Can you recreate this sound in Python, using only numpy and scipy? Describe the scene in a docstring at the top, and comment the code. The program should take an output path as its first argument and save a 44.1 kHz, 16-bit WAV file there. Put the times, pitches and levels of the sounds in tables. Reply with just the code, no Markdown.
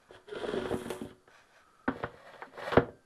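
"""A small, fairly dry workshop, one microphone close to a gritty workbench.
A hollow wooden tray is dragged across it, groaning, chattering and bumping, while a solid stack of
trays is drawn closer with a swish. Hands brush the wood. The stack is tipped on edge with two knocks,
skids, and falls flat with a loud clap that leaves a tool ringing faintly.
Still air and a faint electrical whine lie behind it all."""
import sys
import numpy as np
from scipy import signal
from scipy.fft import rfft, irfft
from scipy.io import wavfile
from scipy.ndimage import uniform_filter1d

SR = 44100
rng = np.random.default_rng(int(sys.argv[2]) if len(sys.argv) > 2 else 0)


def pcm_store(signal):
    """Save signal as 16-bit PCM."""
    levels = np.round(np.clip(np.atleast_2d(signal), -1, 1) * 32767)
    wavfile.write(sys.argv[1], SR, levels.astype(np.int16).T)


N = 134505

# modes of the hollow tray and of the solid stack: f/Hz, relative level/dB, t60/s
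TRAY_MODES = [(119, -9, .2), (172, -9, .14), (237, -6, .14), (280, -7, .26), (370, -4, .36), (415, -4, .1),
              (447, -3, .11), (480, -8, .2), (585, -8, .19), (740, -15, .13), (1172, -5, .11),
              (1420, -10, .11), (1720, -10, .11), (1945, -16, .1)]
STACK_MODES = [(63, -17, .25), (124, -3, .2), (169, -5, .17), (267, 2, .125), (383, -1, .13), (478, 4, .14),
               (567, -5, .14), (653, -15, .07), (792, -13, .06), (950, -9, .06), (1105, -5, .07),
               (1310, -9, .07), (1450, -9, .08), (1750, -14, .09)]
# blows on the bench: t/s, thump/dB, boom/dB, body/dB, clack/dB, tick/dB, ring length factor
TRAY_BUMPS = [(.107, -63, -67, -49, -66, -78, 0.48), (.355, -56, -49.5, -38.5, -56, -52, 0.46),
              (.434, -59, -58, -35, -66, -75, 0.25), (.446, -50, -43, -33, -47, -59, 0.47),
              (.486, -58, -41, -40.5, -47, -59, 0.27), (.534, -64, -34, -31.5, -51, -70, 0.7),
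              (.553, -46, -62, -69, -65, -71, 2.2), (.572, -61, -40, -36.5, -59, -51.5, 1.55),
              (.615, -56, -42, -47.5, -54, -51, 1.2), (.655, -66, -39.5, -33.5, -41.5, -53, 0.47),
              (.709, -43, -68, -32, -54, -62, 1.1), (.724, -53, -46, -30, -44.5, -57, 0.79),
              (.737, -38.5, -30.5, -32, -44, -55.5, 0.61), (.813, -53, -44, -48, -51, -72, 0.55),
              (.855, -50.5, -38.5, -44, -49, -93, 1.18), (.903, -51, -45, -33, -42.5, -44.5, 0.75),
              (1.012, -52, -36, -43.5, -64, -60.5, 0.71), (1.05, -46, -57, -46, -72, -65, 0.58),
              (1.106, -58, -52.5, -54.5, -58.5, -62, 0.82)]
STACK_KNOCKS = [(1.276, -70, -68, -58, -58.5, -72, 0.52), (1.877, -44.5, -34, -34.5, -34, -64, 0.35),
                (1.8805, -39.5, -28, -31.5, -31.5, -50, 0.77), (1.958, -51, -55, -43.5, -69, -76, 0.74),
                (2.002, -64, -56, -46.5, -62, -70, 0.23), (2.029, -57, -80, -38.5, -46, -53.5, 1.4),
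                (2.036, -39, -38.5, -32.5, -33.5, -50.5, 0.46), (2.14, -58, -59, -53, -70, -74, 0.38),
                (2.335, -83, -80, -55, -54.5, -60, 1), (2.421, -88, -66, -45.5, -39.5, -90, 0.66),
                (2.468, -74, -56, -62, -75, -70, 1.35), (2.536, -70, -82, -54, -59, -79, 0.75),
                (2.575, -74, -55, -44.5, -46.5, -72, 0.85), (2.622, -77, -56, -45, -44, -53.5, 1.1),
                (2.7195, -51, -50, -34.5, -33.5, -41, 0.94), (2.732, -54, -44.5, -37, -32, -53.5, 1.08),
                (2.7685, -51, -62, -42, -28, -41.5, 0.85), (2.7705, -25, -20, -16, -24.5, -43.5, 0.58),
                (2.886, -72, -56, -42.5, -60.5, -93, 0.36)]
# borders between thump, boom, body, clack and tick: f/Hz
REGISTER_BORDERS = [190, 320, 700, 2400]
# the tray slides: t/s, rumble/dB, grit/dB
DRAG_LEVELS = [(.09, -53, -80), (.115, -72, -58.5), (.155, -50.5, -54.5), (.19, -70, -70), (.26, -74, -82),
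               (.29, -63.5, -52.5), (.36, -49, -49.5), (.47, -46, -44), (.65, -41.5, -49),
               (.76, -54, -54.5), (.92, -49, -54.5), (1.0, -50, -60), (1.1, -83, -59.5), (1.14, -72, -100)]

# course of each rubbing sound: t/s, level/dB
GROAN_LEVEL = [(.265, -79), (.285, -49), (.31, -53), (.33, -34.5), (.345, -50), (.365, -40.5),
               (.395, -52.5), (.44, -34.5), (.47, -47), (.49, -31.5), (.515, -46), (.56, -32.5), (.61, -48),
               (.68, -52)]  # the tray's rim sticks and slips
SWISH_LEVEL = [(.6, -71), (.78, -53.5), (.87, -57), (.93, -49), (.97, -58), (1.05, -65.5), (1.13, -79)]  # the stack slides on its face
SKID_LEVEL = [(1.88, -67), (1.92, -53), (2.02, -50), (2.1, -62.5), (2.15, -56.5), (2.26, -53.5),
              (2.36, -52.5), (2.44, -58), (2.5, -63.5), (2.535, -60.5), (2.56, -50), (2.63, -44),
              (2.68, -36), (2.712, -42), (2.725, -37), (2.742, -35.5), (2.765, -51), (2.79, -77)]  # the stack skids on its edge
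PALM_LEVEL = [(0, -68), (.06, -67), (.2, -75), (1.26, -95), (1.3, -62), (1.38, -56.5), (1.45, -67),
              (1.5, -65.5), (1.57, -59.5), (1.64, -69), (1.78, -73.5), (1.86, -73)]  # palms brush the wood
FINGER_LEVEL = [(1.6, -69), (1.68, -62.5), (1.78, -68), (1.87, -64.5), (1.9, -92)]  # a finger drags

# spectra: f/Hz, relative level/dB per Hz
WOOD_SPECTRUM = [(30, -46), (100, -18), (450, -11.5), (700, -1), (950, 1.5), (1600, 0.5), (2050, -12),
                 (2500, -22), (3200, -13.5), (4200, -30.5), (5500, -23.5), (12000, -36.5)]  # the wood's dense response between its modes
GRIT_SPECTRUM = [(25, -31), (60, -12), (200, -1), (600, 12), (1000, 4), (1700, 7), (2300, -5.5), (3300, 3),
                 (4200, -3.5), (5200, -14.5), (8000, -16), (10800, -16), (12200, -39)]  # grit under the tray
SNAP_SPECTRUM = [(300, -12), (1500, -23), (3200, 2), (5000, -4), (10500, -2), (13000, -8)]  # the tray's corner on one grain
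SWISH_SPECTRUM = [(2000, 3), (5000, -7), (8000, -4), (10500, 1), (13000, -6.5)]  # the stack's face on the bench
SKID_SPECTRUM = [(35, -43), (60, -17), (112, -9), (262, -13), (328, -19.5), (548, -1), (613, -0.5),
                 (837, -6.5), (1280, -5.5), (1750, -7), (2290, -22), (3740, -17), (5720, -34), (12500, -39),
                 (16200, -60), (22000, -120)]  # the stack's edge on the bench
PALM_SPECTRUM = [(59, -40), (100, -14), (364, -25.5), (464, -7), (503, -5), (785, -2.5), (1220, 0),
                 (1760, 3), (2240, -13.5), (2980, -5.5), (12500, -31), (16200, -59), (22000, -120)]  # skin on wood
AIR_SPECTRUM = [(15, 10), (25, -3.5), (355, -3), (472, -0.5), (1000, -8.5), (1340, -3.5), (2310, -18),
                (3150, -18), (9390, -22), (11600, -20), (12500, -54), (16200, -70), (22000, -120)]  # room tone

# electrical whine in the background: f/Hz, level/dB
WHINE_TONES = [(4590, -89), (6900, -94), (9195, -97)]
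# decay of the workshop's reflections: f/Hz, t60/s
ROOM_DECAY = [(60, 0.37), (400, .36), (1500, 0.24), (3500, 0.26), (12000, 0.45)]

JUDDER_DB, JUDDER_S = 3 / 2, .025  # depth and time scale of friction's unevenness


def tray():
    """Slips drive the hollow tray's modes and crunch the grit under it; it bumps on the way."""
    body = struck_wood(TRAY_MODES)
    drive = unit(friction()) * level(DRAG_LEVELS)
    rumble = signal.fftconvolve(drive, body / np.linalg.norm(body))[:N]
    grit = scrape(GRIT_SPECTRUM) * level(DRAG_LEVELS, column=2)
    return rumble + grit + blows(TRAY_BUMPS, TRAY_MODES)


def stack():
    """The solid stack swishes closer, knocks on its edge, skids and falls flat."""
    swish = scrape(SWISH_SPECTRUM) * level(SWISH_LEVEL)
    skid = scrape(SKID_SPECTRUM) * level(SKID_LEVEL)
    return swish + skid + blows(STACK_KNOCKS, STACK_MODES)


def blows(table, modes, low_hz=56.2, top_hz=4440, attack_s=.014):
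    """Each blow rings the wood; where and how hard it lands sets the weight of each register."""
    out = np.zeros(N)
    edges = [low_hz, *REGISTER_BORDERS, top_hz]  # soft pine gives little below and above
    bands = [signal.butter(3, pair, "band", fs=SR, output="sos") for pair in zip(edges, edges[1:])]
    for start_s, *levels_db, ring in table:
        hit = struck_wood(modes, ring)
        for band, db in zip(bands, levels_db):
            register = signal.sosfilt(band, hit)
            attack_rms = np.std(register[:round(attack_s * SR)])
            add(out, start_s, amp(db) * register / attack_rms)
    return out


def struck_wood(modes, ring=1, clatter_db=-3, clatter_t60_s=.25, crack_db=-3.5, crack_s=.015):
    """Wood struck once: its modes over a dense clatter that starts with a crack and dulls as it dies."""
    t = np.arange(SR // 2) / SR
    tones = sum(damped_sine(t, hz, db, t60 * ring) for hz, db, t60 in modes)
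    noise = colour(rng.standard_normal(len(t)), WOOD_SPECTRUM)
    clatter = fade(noise, lambda hz: ring * clatter_t60_s * (1 + hz / 700) ** -.22)
    crack = 1 + amp(crack_db) * np.exp(-t / crack_s)
    return unit(tones) + amp(clatter_db) * unit(clatter * crack)


def friction(slips_per_s=5000, spread_db=3):
    """Tiny slips of uneven size, clumped by a judder."""
    size = amp(spread_db * np.minimum(rng.exponential(1, N), 5))
    direction = rng.choice([-1, 1], N)
    slipping = rng.random(N) < slips_per_s / SR
    return size * direction * slipping * amp(JUDDER_DB * wander(JUDDER_S))


def scrape(spectrum, boards_db=-2, decay_s=.0041):
    """Friction heard directly and through many short resonances of the boards."""
    t = np.arange(4096) / SR
    slips = friction()
    ring = rng.standard_normal(len(t)) * np.exp(-t / decay_s)
    boards = signal.fftconvolve(slips, ring)[:N]
    return colour(unit(slips) + amp(boards_db) * unit(boards), spectrum)


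def rim_groan(start_hz=420, sag_hz_per_s=77, jitter=.0651, jitter_s=.00631):
    """The tray's rim sticks and slips unevenly, sagging in pitch."""
    elapsed = np.arange(N) / SR - GROAN_LEVEL[0][0]
    hz = (start_hz - sag_hz_per_s * elapsed) * (1 + jitter * wander(jitter_s))
    tone = np.sin(2 * np.pi * np.cumsum(hz) / SR)
    judder = amp(JUDDER_DB * wander(JUDDER_S))
    return unit(tone * judder) * level(GROAN_LEVEL)


def corner_squeak(start_s=.31, end_s=.42, db=-49):
    """The tray's corner squeaks briefly, early in the drag."""
    progress = np.clip((np.arange(N) / SR - start_s) / (end_s - start_s), 0, 1)
    return amp(db) * np.sin(np.pi * progress) * fuzzy_tone(hz=1415, width_hz=120)


def corner_snap(start_s=.9025, db=-41.5, decay_s=.0066):
    """A corner of the tray snaps over a grain of grit: short and bright."""
    out, t = np.zeros(N), np.arange(SR // 10) / SR
    noise = colour(rng.standard_normal(len(t)), SNAP_SPECTRUM)
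    add(out, start_s, amp(db) * np.exp(-t / decay_s) * noise)
    return out


def hands():
    """Palms brush planed wood and a finger drags with a soft hum."""
    palms = scrape(PALM_SPECTRUM) * level(PALM_LEVEL)
    finger = fuzzy_tone(hz=1280, width_hz=120) * level(FINGER_LEVEL)
    return palms + finger


def loose_tool(clap_s=2.772):
    """The clap shakes one faint ring out of a metal tool on the bench."""
    out, t = np.zeros(N), np.arange(SR) / SR
    add(out, clap_s, damped_sine(t, hz=1570, db=-67, t60_s=2.2))
    return out


def room(direct, db=-13.5, delay_s=.008):
    """Short, scattered reflections of the cluttered workshop reach the microphone a little later."""
    taps = rng.standard_normal(SR // 2) * (rng.random(SR // 2) < .1)
    echoes = fade(taps, lambda hz: value_at(ROOM_DECAY, hz))
    tail = np.r_[np.zeros(round(delay_s * SR)), echoes]
    return amp(db) * signal.fftconvolve(direct, tail / np.linalg.norm(tail))[:N]


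def room_tone(air_db=-68.5):
    """Still workshop air and a faint electrical whine."""
    air = amp(air_db) * colour(rng.standard_normal(N), AIR_SPECTRUM)
    whine = sum(amp(db) * fuzzy_tone(hz, width_hz=70) for hz, db in WHINE_TONES)
    return air + whine


def amp(db):
    """Decibels to gain."""
    return 10 ** (np.asarray(db) / 20)


def unit(x):
    """Scales to rms 1."""
    return x / np.sqrt(np.mean(x ** 2) + 1e-20)


def value_at(table, hz):
    """Reads a table on a log-frequency axis."""
    f, value = np.transpose(table)
    return np.interp(np.log(hz + 1), np.log(f + 1), value)


def level(curve, column=1):
    """Gain over time from one dB column of a curve; silent outside it."""
    rows = np.array(curve)
    return amp(np.interp(np.arange(N) / SR, rows[:, 0], rows[:, column], left=-np.inf, right=-np.inf))


def colour(x, spectrum):
    """Gives x a spectrum, at rms 1."""
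    gain = amp(value_at(spectrum, np.fft.rfftfreq(len(x), 1 / SR)))
    return unit(irfft(rfft(x) * gain, len(x)))


def damped_sine(t, hz, db, t60_s):
    """One mode ringing down."""
    return amp(db) * np.exp(-np.log(1000) * t / t60_s) * np.sin(2 * np.pi * hz * t)


def fuzzy_tone(hz, width_hz):
    """Noise in one narrow band, at rms 1."""
    detuning = 2 * (np.fft.rfftfreq(N, 1 / SR) - hz) / width_hz
    return unit(irfft(rfft(rng.standard_normal(N)) / (1 + detuning ** 2), N))


def wander(smooth_s):
    """Smooth random drift at rms 1."""
    span = round(smooth_s * SR)
    return unit(uniform_filter1d(uniform_filter1d(rng.standard_normal(N), span), span))


def fade(x, t60_of):
    """Lets each frequency of x die away at its own speed."""
    hz, t, frames = signal.stft(x, SR, nperseg=256)
    decay = np.exp(-np.log(1000) * t / t60_of(hz)[:, None])
    return signal.istft(frames * decay, SR, nperseg=256)[1][:len(x)]


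def add(mix, start_s, sound):
    """Mixes a sound in at start_s."""
    part = mix[round(start_s * SR):][:len(sound)]
    part += sound[:len(part)]


def scene():
    """The bench close up, the workshop behind it, in mono."""
    bench = tray() + rim_groan() + corner_squeak() + corner_snap() + stack() + hands() + loose_tool()
    return (bench + room(bench) + room_tone())[None]


def record(dry):
    """The recorder cuts the treble above 12.8 kHz."""
    low_pass = signal.firwin(511, 12800, window=("kaiser", 9), fs=SR)
    return signal.oaconvolve(dry, low_pass[None], "same")


dry = scene()
out = record(dry)
pcm_store(out)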